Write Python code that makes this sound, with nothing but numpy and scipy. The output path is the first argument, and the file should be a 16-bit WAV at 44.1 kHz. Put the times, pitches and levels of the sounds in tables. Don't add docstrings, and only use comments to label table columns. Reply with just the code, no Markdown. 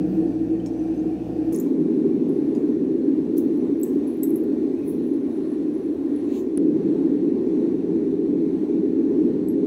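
import sys
import numpy as np
from scipy import signal
from scipy.fft import rfft, irfft, next_fast_len
from scipy.io import wavfile
from scipy.ndimage import uniform_filter1d, minimum_filter1d, map_coordinates

SR = 44100
rng = np.random.default_rng(int(sys.argv[2]) if len(sys.argv) > 2 else 0)


def dump_mix(stems):
    frames = np.atleast_2d(stems).T
    limited = np.clip(frames, -1, 1)
    pcm = np.round(limited * 32767).astype(np.int16)
    wavfile.write(sys.argv[1], SR, pcm)


def linear_from_db(decibels):
    return 10 ** (np.asarray(decibels, float) / 20)


N = 426091
TOP_HZ = 15820

CUTS = [1.5241, 6.5789]
# start_s, fall_s (over 20 dB; negative leaves only a trickle),
# dull_swarm_db, middle_swarm_db, bright_swarm_db
KNOCKS = [(0.662, 0.03, -48.5, -63.5, -62.5), (2.292, 0.4, -76.5, -66.5, -75),
          (1.525, 0.03, -49, -43.5, -49.5), (1.546, 0.14, -50, -57, -55), (1.6, -0.02, -46.5, -48, -43),
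          (2.253, 0, -71.5, -68, -68), (2.55, 0.05, -59.5, -67.5, -73.5), (2.563, -0.1, -69, -62, -63),
          (2.59, 0, -74, -66, -61.5), (3.372, 0.02, -51, -56, -53.5), (3.38, 0.03, -51, -46.5, -42.5),
          (3.799, -0.1, -74, -66, -55.5), (3.815, -0.07, -72, -66, -54), (3.82, -0.15, -63, -63.5, -54),
          (3.833, 0, -47.5, -46, -44), (4.071, 0.15, -73, -56.5, -68.5), (4.233, 0.02, -49.5, -43, -39),
          (4.358, .045, -64, -50.5, -53), (4.789, -0.2, -70, -62, -62), (4.842, -0.2, -72, -66, -62.5),
          (4.876, .07, -76, -50, -59.5), (9.484, 0, -55, -51.5, -53)]
# centre_hz, width_hz, level_db
BAR = [(5300, 330, 2), (6340, 450, 7), (6950, 180, 4), (8340, 250, 5.5), (10200, 970, 10), (11000, 300, 3),
       (13500, 900, 4), (15200, 800, 6.5)]


def unit(x):
    return x / np.sqrt(np.mean(x ** 2) + 1e-20)


def along(points, hz):
    f, v = np.transpose(points)
    return np.interp(np.log(hz + 1), np.log(f + 1), v)


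def curves(spans):
    s, *cols = np.transpose([row for span in spans for row in span])
    return [np.interp(np.arange(N) / SR, s, c) for c in cols]


def filtered(x, response):
    m = next_fast_len(len(x) + 8192)
    return irfft(rfft(x, m) * response(np.fft.rfftfreq(m, 1 / SR)), m)[:len(x)]


def band(hz, centre_hz, octaves):
    return np.exp(-.5 * (np.log2((hz + 1) / centre_hz) / octaves) ** 2)


def lift(hz, modes):
    return sum(db / (1 + (2 * (hz - c) / w) ** 2) for c, w, db in modes)


def wobble(rate):
    return map_coordinates(rng.standard_normal(int(N * rate / SR) + 4), [np.arange(N) * rate / SR])


def stroke(s, rise_s, fall_s):
    out = np.zeros(N)
    start, stop = (int(np.clip(edge * SR, 0, N)) for edge in (s - 3 * rise_s, s + 4 * fall_s))
    t = np.arange(start, stop) / SR - s
    out[start:stop] = np.exp(np.log(10) * np.where(t < 0, t / rise_s, -t / fall_s))
    return out


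def evened(x, share):
    power = np.abs(uniform_filter1d(uniform_filter1d(x ** 2, size=2500), size=2500)) + 1e-9
    return unit(x / power ** (share / 2))


def joined(takes):
    place = np.searchsorted(CUTS, np.arange(N) / SR)
    return sum(uniform_filter1d(1. * (place == k), size=60) * take for k, take in enumerate(takes))


def patchy(patchy_db):
    z = signal.stft(rng.standard_normal(N + 512), nperseg=512)[2]
    field = uniform_filter1d(rng.standard_normal(z.shape), size=6, axis=0)
    field = uniform_filter1d(field, size=14, axis=1)
    return signal.istft(z * linear_from_db(patchy_db * unit(field)), nperseg=512)[1][:N]


def rush(spectra, patchy_db, modes=()):
    air = patchy(patchy_db)
    takes = []
    for k, spectrum in enumerate(spectra):
        stretch = np.roll(air, k * SR)
        colour = lambda hz: linear_from_db(along(spectrum, hz) + lift(hz, modes)) * (hz < TOP_HZ)
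        takes.append(unit(filtered(stretch, colour)))
    return joined(takes)


def blower():
    # pitch_hz, level_db (rms), sway_db
    mains = [(59.6, -48.5, -0.5), (117.4, -44, 2.5)]
    # frequency_hz, density_db (per Hz)
    drone_colour = [(15, -69.5), (30, -27.5), (45, -18.5), (59, -1), (70, -3), (88, 3.5), (100, -4.5),
                    (118, 6), (135, -6), (160, -13), (260, -120)]
    drone_db = [-51.5, -51, -50]
    t = np.arange(N) / SR
    hum = np.zeros(N)
    for hz, db, sway_db in mains:
        sway = map_coordinates(rng.standard_normal(90), [t * 8])
        hum += np.sqrt(2) * linear_from_db(db + sway_db * sway) * np.sin(2 * np.pi * hz * t)
    drone = unit(filtered(rng.standard_normal(N), lambda hz: linear_from_db(along(drone_colour, hz))))
    return joined([hum]) + joined(linear_from_db(drone_db)) * drone


def sizzle():
    sizzle_db = [-76, -79.5, -79.7]
    stirred_db, stirred_s = -37, .5
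    clumps = linear_from_db(3 * map_coordinates(rng.standard_normal(300), [np.arange(N) * 25 / SR]))
    fizz = filtered(clumps * rng.standard_normal(N), lambda hz: band(hz, 13500, .22) * (hz < TOP_HZ))
    stirred = sum(linear_from_db(row[-1] + stirred_db) * stroke(row[0], 1 / SR, stirred_s) for row in KNOCKS)
    return linear_from_db(-5.5) * (linear_from_db(joined(sizzle_db)) + stirred) * unit(fizz)


def crumbling():
    # peak_s, fall_s (over 20 dB; zero or negative stays silent), dull_swarm_db,
    # middle_swarm_db, bright_swarm_db
    drags = [(.14, 0.2, -83, -76, -64), (3.865, 0.1, -64, -63, -60), (3.44, .06, -76, -72, -62),
             (3.55, 0.2, -80, -69, -78), (3.63, 0, -78, -78, -70), (3.93, 0.2, -70.5, -76, -76),
             (4.16, 0, -78, -76, -68), (4.3, 0.14, -76, -61, -61), (4.87, .06, -80, -66, -62),
             (4.905, 0.09, -75.5, -57, -57), (5.07, .12, -82, -72, -67), (5.33, 0.2, -84, -71, -72),
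             (5.47, -0.2, -85, -67, -70), (5.9, 0.8, -84.5, -82, -74.5)]
    drag_rise = 0.73
    trickle_db, trickle_s = -24, 0.12
    shapes = []
    for s, fall_s, *_ in KNOCKS:
        trickle = linear_from_db(trickle_db) * stroke(s, 1 / SR, trickle_s)
        shapes.append(stroke(s, 1 / SR, fall_s) + trickle)
    for s, fall_s, *_ in drags:
        shapes.append(stroke(s, drag_rise * fall_s, fall_s))
    return linear_from_db(np.array(KNOCKS + drags)[:, 2:]).T @ np.array(shapes)


def scale():
    # lowest_hz, highest_hz
    swarms = [
        (5000, 9000),
        (9600, 12000),
        (12000, 18000),
    ]
    cracks = (rng.random(N) < 500 / SR) * rng.exponential(size=N)
    grit = rng.standard_normal(N) * (1 + 0.3 * unit(np.abs(uniform_filter1d(cracks, size=40))))
    out = np.zeros(N)
    for gain, (lo, hi) in zip(crumbling(), swarms):
        edge = lambda hz: (hz < TOP_HZ) / (1 + (lo / (hz + 1)) ** 32) / (1 + (hz / hi) ** 24)
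        out += linear_from_db(-3.5) * gain * unit(filtered(grit, lambda hz: edge(hz) * linear_from_db(lift(hz, BAR))))
    return out


def slide():
    # peak_s, rise_s, fall_s (both over 20 dB), level_db
    swish_events = [
        (6.368, 0.099, 0.04, -43),
        (6.385, 0.1, 0.06, -42.5),
    ]
    # frequency_hz, density_db (per Hz)
    swish_colours = [
        [(1350, -30), (2300, -2), (2900, -1), (3400, -3), (4400, -1), (5200, -14.5), (6000, -40)],
        [(4600, -40), (5300, -20), (6350, -1.5), (7300, -3), (8420, -15), (11000, -13), (13800, -9.5),
         (15800, -11)],
    ]
    air = patchy(patchy_db=.8)
    out = np.zeros(N)
    for (*shape, db), colour in zip(swish_events, swish_colours):
        swish = unit(filtered(air, lambda hz: linear_from_db(along(colour, hz)) * (hz < TOP_HZ)))
        out += linear_from_db(db - 9.0) * np.minimum(.55, stroke(*shape)) * swish
    return out


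def squeaks():
    # peak_s, rise_s, fall_s (both over 20 dB), level_db, pitch_hz
    rubs = [
        (0.76, .06, 0.3, -68, 5960),
        (1.008, .14, 0, -65.5, 6240),
        (5.045, .05, 0.2, -68, 10700),
        (5.135, 0.033, .1, -66, 11000),
        (5.36, 0.23, 0.3, -70.5, 10400),
        (5.55, .6, 0, -69, 10400),
        (5.75, .1, 0.4, -70.5, 10350),
        (6.15, .4, 0.4, -74, 10200),
        (6.165, .01, 0.2, -66, 10000),
    ]
    gains = np.array([linear_from_db(db) * stroke(s, rise_s, fall_s) for s, rise_s, fall_s, db, _ in rubs])
    pitch_hz = np.transpose(rubs)[-1][gains.argmax(axis=0)]
    start = rng.integers(0, N - 400, size=5000)
    size = linear_from_db(3 * rng.exponential(size=(len(start), 1)))
    hz = pitch_hz[start] * 2 ** (.022 * rng.standard_normal(len(start)))
    turns = np.arange(400) / SR * hz[:, None]
    wave = size * np.sin(2 * np.pi * turns) * np.exp(-turns / 26) * (1 - np.exp(-turns / 3))
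    slips = np.bincount((start[:, None] + np.arange(400)).ravel(), wave.ravel(), N)
    return linear_from_db(0.8) * gains.max(axis=0) * evened(slips, share=.7)


def pings():
    # start_s, peak_db, pitch_hz, t60_s, rise_s
    modes = [(0.66, -49.5, 5450, 0.11, 0.00091), (0.6, -44, 3050, 0.023, .001),
             (1.53, -57, 5250, 0.22, .004), (2.55, -54.5, 4900, 0.075, 0.00089),
             (4.233, -49, 2020, 0.053, .001), (4.233, -58, 3880, .12, .001),
             (3.832, -37.5, 15600, .03, .001), (4.233, -41.5, 15500, .06, .001),
             (4.358, -53.5, 2000, .05, .001), (6.317, -56, 7900, .03, .001), (6.163, -54, 3400, .02, .001),
             (4.765, -57, 2530, .15, .006), (4.803, -58, 2545, .1, .004), (4.828, -52, 2520, 0.16, .005),
             (4.864, -55, 2100, .12, .004)]
    out, t = np.zeros(N + SR), np.arange(SR // 4) / SR
    for s, db, hz, t60, rise in modes:
        tone = (1 - np.exp(-t / rise)) * np.sin(2 * np.pi * hz * t)
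        out[round(s * SR):][:len(t)] += linear_from_db(db - 60 * t / t60) * tone
    return out[:N]


def tongs():
    # start_s, mode_1_db, mode_2_db, mode_3_db, mode_4_db (peaks)
    blows = [(1.531, -50, -52, -62, -56), (1.546, -52, -49, -64, -62), (1.587, -52, -52, -66, -66),
             (1.6, -37.5, -43.5, -46, -37), (3.8333, -43, -28.5, -50, -44), (3.8385, -60, -54, -41, -52),
             (3.879, -66, -47, -62, -62), (4.2329, -51, -28, -29.5, -30), (4.358, -62, -60, -42, -43),
             (4.437, -69.5, -70.5, -61, -61), (9.4848, -64.5, -44.5, -41, -57)]
    jaws_hz = [7045, 8016, 11350, 13640]
    jaws_t60 = [.045, .032, .08, .085]
    out, t = np.zeros(N + SR), np.arange(SR // 4) / SR
    for s, *strengths_db in blows:
        for hz, t60, level_db in zip(jaws_hz, jaws_t60, strengths_db):
            beat = 1 + 0.45 * np.cos(2 * np.pi * rng.uniform(40, 110) * t)
            beat = beat + 0.91 * linear_from_db(-60 * t / 0.017)
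            tone = (1 - np.exp(-t / 0.00045)) * np.sin(2 * np.pi * hz * t)
            out[round(s * SR):][:len(t)] += linear_from_db(level_db - 3.5 - 60 * t / t60) * beat * tone
    return out[:N]


def snaps():
    # start_s, peak_db, centre_hz, dull_part_db
    ticks = [(0.6609, -32, 6650, 2.5), (1.5247, -42, 10200, -12.5), (1.5287, -37, 9170, -19),
             (1.546, -30.5, 6800, -20.5), (1.5612, -25, 10170, -25), (1.5866, -35, 6780, -21),
             (1.5992, -25, 13630, -25), (2.2912, -44.5, 11200, -8), (2.5499, -42, 6680, -5),
             (3.3662, -46.5, 6000, -6), (3.3664, -47.5, 11000, -8), (3.372, -42, 4500, 6),
             (3.3798, -33.5, 6300, -14), (3.38, -27.5, 11200, -28), (3.3845, -32, 13000, -33),
             (3.5752, -47.5, 12200, -13), (3.7987, -41, 14040, -20), (3.8146, -33, 14050, -33),
             (3.8325, -26.5, 7900, -15), (4.0721, -42, 10350, -24), (4.1784, -48.5, 13930, -13),
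             (4.232, -23, 11100, -25), (4.2733, -40, 9000, -25), (4.2958, -36.5, 13420, -24),
             (4.3052, -34, 11140, -34.5), (4.3412, -41, 10400, -20), (4.3576, -36.5, 10400, -9),
             (4.3836, -46, 14100, -26), (4.437, -44, 13500, -17.5), (4.8787, -42, 10100, -29),
             (6.1619, -42, 10200, -12), (6.5735, -23, 10200, -20.5), (9.4843, -41, 11350, -13)]
    # start_s, peak_db, centre_hz
    more_ticks = [(1.5305, -38, 12200), (1.5345, -36, 10000), (1.538, -37, 13500), (1.5535, -38, 8000),
                  (1.5615, -36, 13000), (1.577, -42, 6500), (3.3666, -48, 14500), (3.3735, -48, 10000),
                  (3.3801, -26, 13800), (3.7992, -50, 10100), (3.812, -43, 14200), (3.8328, -23, 13700),
                  (3.876, -46, 11000), (4.0775, -43, 10600), (4.082, -43, 10900), (4.103, -49, 11200),
                  (4.1361, -52, 11400), (4.1466, -50, 14100), (4.1701, -47, 13900), (4.29, -42, 11400),
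                  (4.3058, -38, 14200), (4.7888, -53, 10500), (4.79, -54, 14800), (5.5351, -58, 10500),
                  (5.8144, -58, 10400), (5.88, -59, 10300), (4.8426, -52, 13500), (4.894, -42, 10300),
                  (4.915, -42, 10500), (5.022, -56, 10300), (5.07, -54, 10800), (5.35, -58, 10300),
                  (5.4702, -56, 10300), (5.557, -57, 10100), (5.7401, -55, 10300), (5.8419, -56, 10400),
                  (5.8593, -56, 10300)]
    shared_dull_db = -26
    out, t = np.zeros(N + SR), np.arange(SR // 40) / SR
    for s, db, centre_hz, dull_db in ticks + [(*row, shared_dull_db) for row in more_ticks]:
        burst = linear_from_db(-60 * np.abs(t - .001) / 0.0049) * (t > .001) * rng.standard_normal(len(t))

        def colour(hz):
            own = band(hz, centre_hz, 0.083)
            ringing = 0.069 * linear_from_db(lift(hz, BAR)) * band(hz, 12000, 0.26)
            dull = linear_from_db(dull_db - 6.0) * band(hz, 3500, 0.67)
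            return (hz < TOP_HZ) * (own + ringing + dull)

        crack = filtered(burst, colour)
        out[round((s - .0003) * SR):][:len(t)] += linear_from_db(db - 1.5) * crack / np.abs(crack).max()
    return out[:N]


def shop(x):
    # frequency_hz, t60_s
    decay = [(3000, 0.37), (8000, .25), (15000, .2)]
    out, step = np.zeros(N), SR // 4
    for start in range(0, N, step):
        if np.abs(x[start:start + step]).max() < 1e-5:
            continue
        hz, t, z = signal.stft(rng.standard_normal(SR // 3), SR, nperseg=256)
        z *= linear_from_db(-60 * t / along(decay, hz)[:, None]) * (hz < TOP_HZ)[:, None]
        tail = signal.istft(z, SR, nperseg=256)[1]
        echo = signal.fftconvolve(x[start:start + step], tail / np.linalg.norm(tail))
        stop = min([round(s * SR) for s in CUTS if s * SR > start + step // 4] + [N])
        out[start:stop][:len(echo)] += echo[:stop - start]
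    return out


def burner():
    # time_s, roar_db
    flow = [
        [(0, -21), (.75, -23.5), (1.05, -25), (1.52, -23.5)],
        [(1.53, -19), (2.1, -19.5), (2.85, -21), (3.5, -21), (4.2, -22), (5, -22.5), (5.6, -24.5), (6.1, -23),
         (6.57, -24)],
        [(6.58, -19), (7.1, -20.5), (8, -21), (9.1, -20.5), (9.66, -19.5)],
    ]
    # frequency_hz, density_db (per Hz)
    roar_colours = [
        [(130, -58), (215, -19.5), (226, -21.5), (268, -13.5), (294, -13), (318, -2), (336, -7.5), (356, -20),
         (403, -27), (443, -20), (620, -40.5), (810, -71), (1360, -120)],
        [(130, -44.5), (215, -11), (237, -2.5), (285, 4.5), (338, 1.5), (359, -4), (393, -1), (477, -15.5),
         (550, -26), (620, -41.5), (810, -67.5), (1360, -120)],
        [(130, -50), (215, -10.5), (258, -1), (333, 1), (361, -7), (398, -4), (429, -6), (465, -18.5),
         (519, -20.5), (555, -33.5), (620, -33.5), (810, -57), (1360, -120)],
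    ]
    # frequency_hz, density_db (per Hz)
    rumble_colours = [
        [(82, -42.5), (140, -15.5), (161, -4.5), (183, 6), (226, -13.5), (230, -14), (300, -49.5), (510, -120)],
        [(79, -50.5), (135, -23), (167, -8), (210, -10.5), (230, -2.5), (300, -29.5), (510, -120)],
        [(79, -44), (135, -15.5), (172, -1.5), (215, -3.5), (230, -5.5), (300, -24), (510, -120)],
    ]
    # frequency_hz, density_db (per Hz)
    hiss_colours = [
        [(350, -45), (590, -3), (726, -1.5), (957, -17), (1010, -17.5), (1230, -24.5), (1330, -23), (1860, -25),
         (2070, -31.5), (2480, -25.5), (3910, -33), (4550, -32), (5160, -35.5), (6000, -38), (16000, -46.5)],
        [(330, -27), (560, 6), (721, -5.5), (762, -6.5), (818, -3.5), (928, -9), (1010, -8), (1250, -17.5),
         (1820, -20.5), (2970, -25), (4160, -25), (4720, -31), (6080, -33.5), (14500, -41), (16000, -43.5)],
        [(330, -27.5), (560, -0.5), (601, -0.5), (672, -10.5), (841, -6), (1250, -20.5), (1790, -23.5),
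         (2810, -27.5), (2930, -28.5), (4160, -27.5), (4790, -34.5), (5830, -36.5), (6900, -38), (13700, -45),
         (16000, -48.5)],
    ]
    # centre_hz, width_hz, level_db
    shop_modes = [(214.6, 9.9, -5.5), (377, 1.1, -7), (442.6, 22, -2), (563, 13, -7), (725, 20, 4.5),
                  (825, 13, -7), (823, 26, 5), (915, 13, -3), (944, 16, -6.5), (1126, 60, 5),
                  (1148, 20, -7.5), (1425, 43, 5), (1605, 39, 6), (1750, 33, 7), (1862, 66, 7.5),
                  (1970, 30, 3.5), (2140, 60, 5), (2333, 53, 8), (2450, 36, -2), (2544, 59, 6.5),
                  (2774, 36, 7), (3650, 270, 1.5), (4300, 58, 5), (5940, 800, 5.5), (8120, 470, 5.5),
                  (10400, 870, 4.5)]
    rumble_over_roar_db, rumble_grows = [-12.5, -15, -14.5], 2.26
    jet_db, hiss_grows = [-48, -50, -51], 0.12
    roar_db, = curves(flow)
    mean_db = joined([np.mean(span, axis=0)[1] for span in flow])
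    surge_db = roar_db - mean_db
    roar = evened(rush(roar_colours, patchy_db=-0.22, modes=shop_modes), share=0.22)
    roar = linear_from_db(roar_db - 0.09 + 1.2 * wobble(8)) * roar
    rumble_db = mean_db + joined(rumble_over_roar_db) + rumble_grows * surge_db + 2.2 * wobble(6)
    rumble = evened(rush(rumble_colours, patchy_db=0.3, modes=shop_modes), share=0.034)
    rumble = linear_from_db(rumble_db + 0.48) * rumble
    hiss_db = joined(jet_db) + hiss_grows * surge_db + 0.79 * wobble(5)
    hiss = linear_from_db(hiss_db + 1.0) * rush(hiss_colours, patchy_db=1.0, modes=shop_modes)
    return roar + rumble + hiss


def scene():
    hits = snaps() + tongs() + pings()
    work = hits + linear_from_db(-14.5) * shop(hits) + scale() + squeaks() + slide() + sizzle()
    return (blower() + work + burner())[None]


def band_limit(x):
    return signal.sosfilt(signal.butter(12, 16550, fs=SR, output="sos"), x)


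def record(dry):
    clicks_db = [-35.5, -27]
    need = np.minimum(1, .335 / (np.abs(dry) + 1e-9))
    out = dry * uniform_filter1d(minimum_filter1d(need, size=900), size=450)
    for s, db in zip(CUTS, clicks_db):
        out[:, round(s * SR):][:, :200] += linear_from_db(db) * np.exp(-np.arange(200) / SR / 0.0015)
    return band_limit(out)


dry = scene()
out = record(dry)
dump_mix(out)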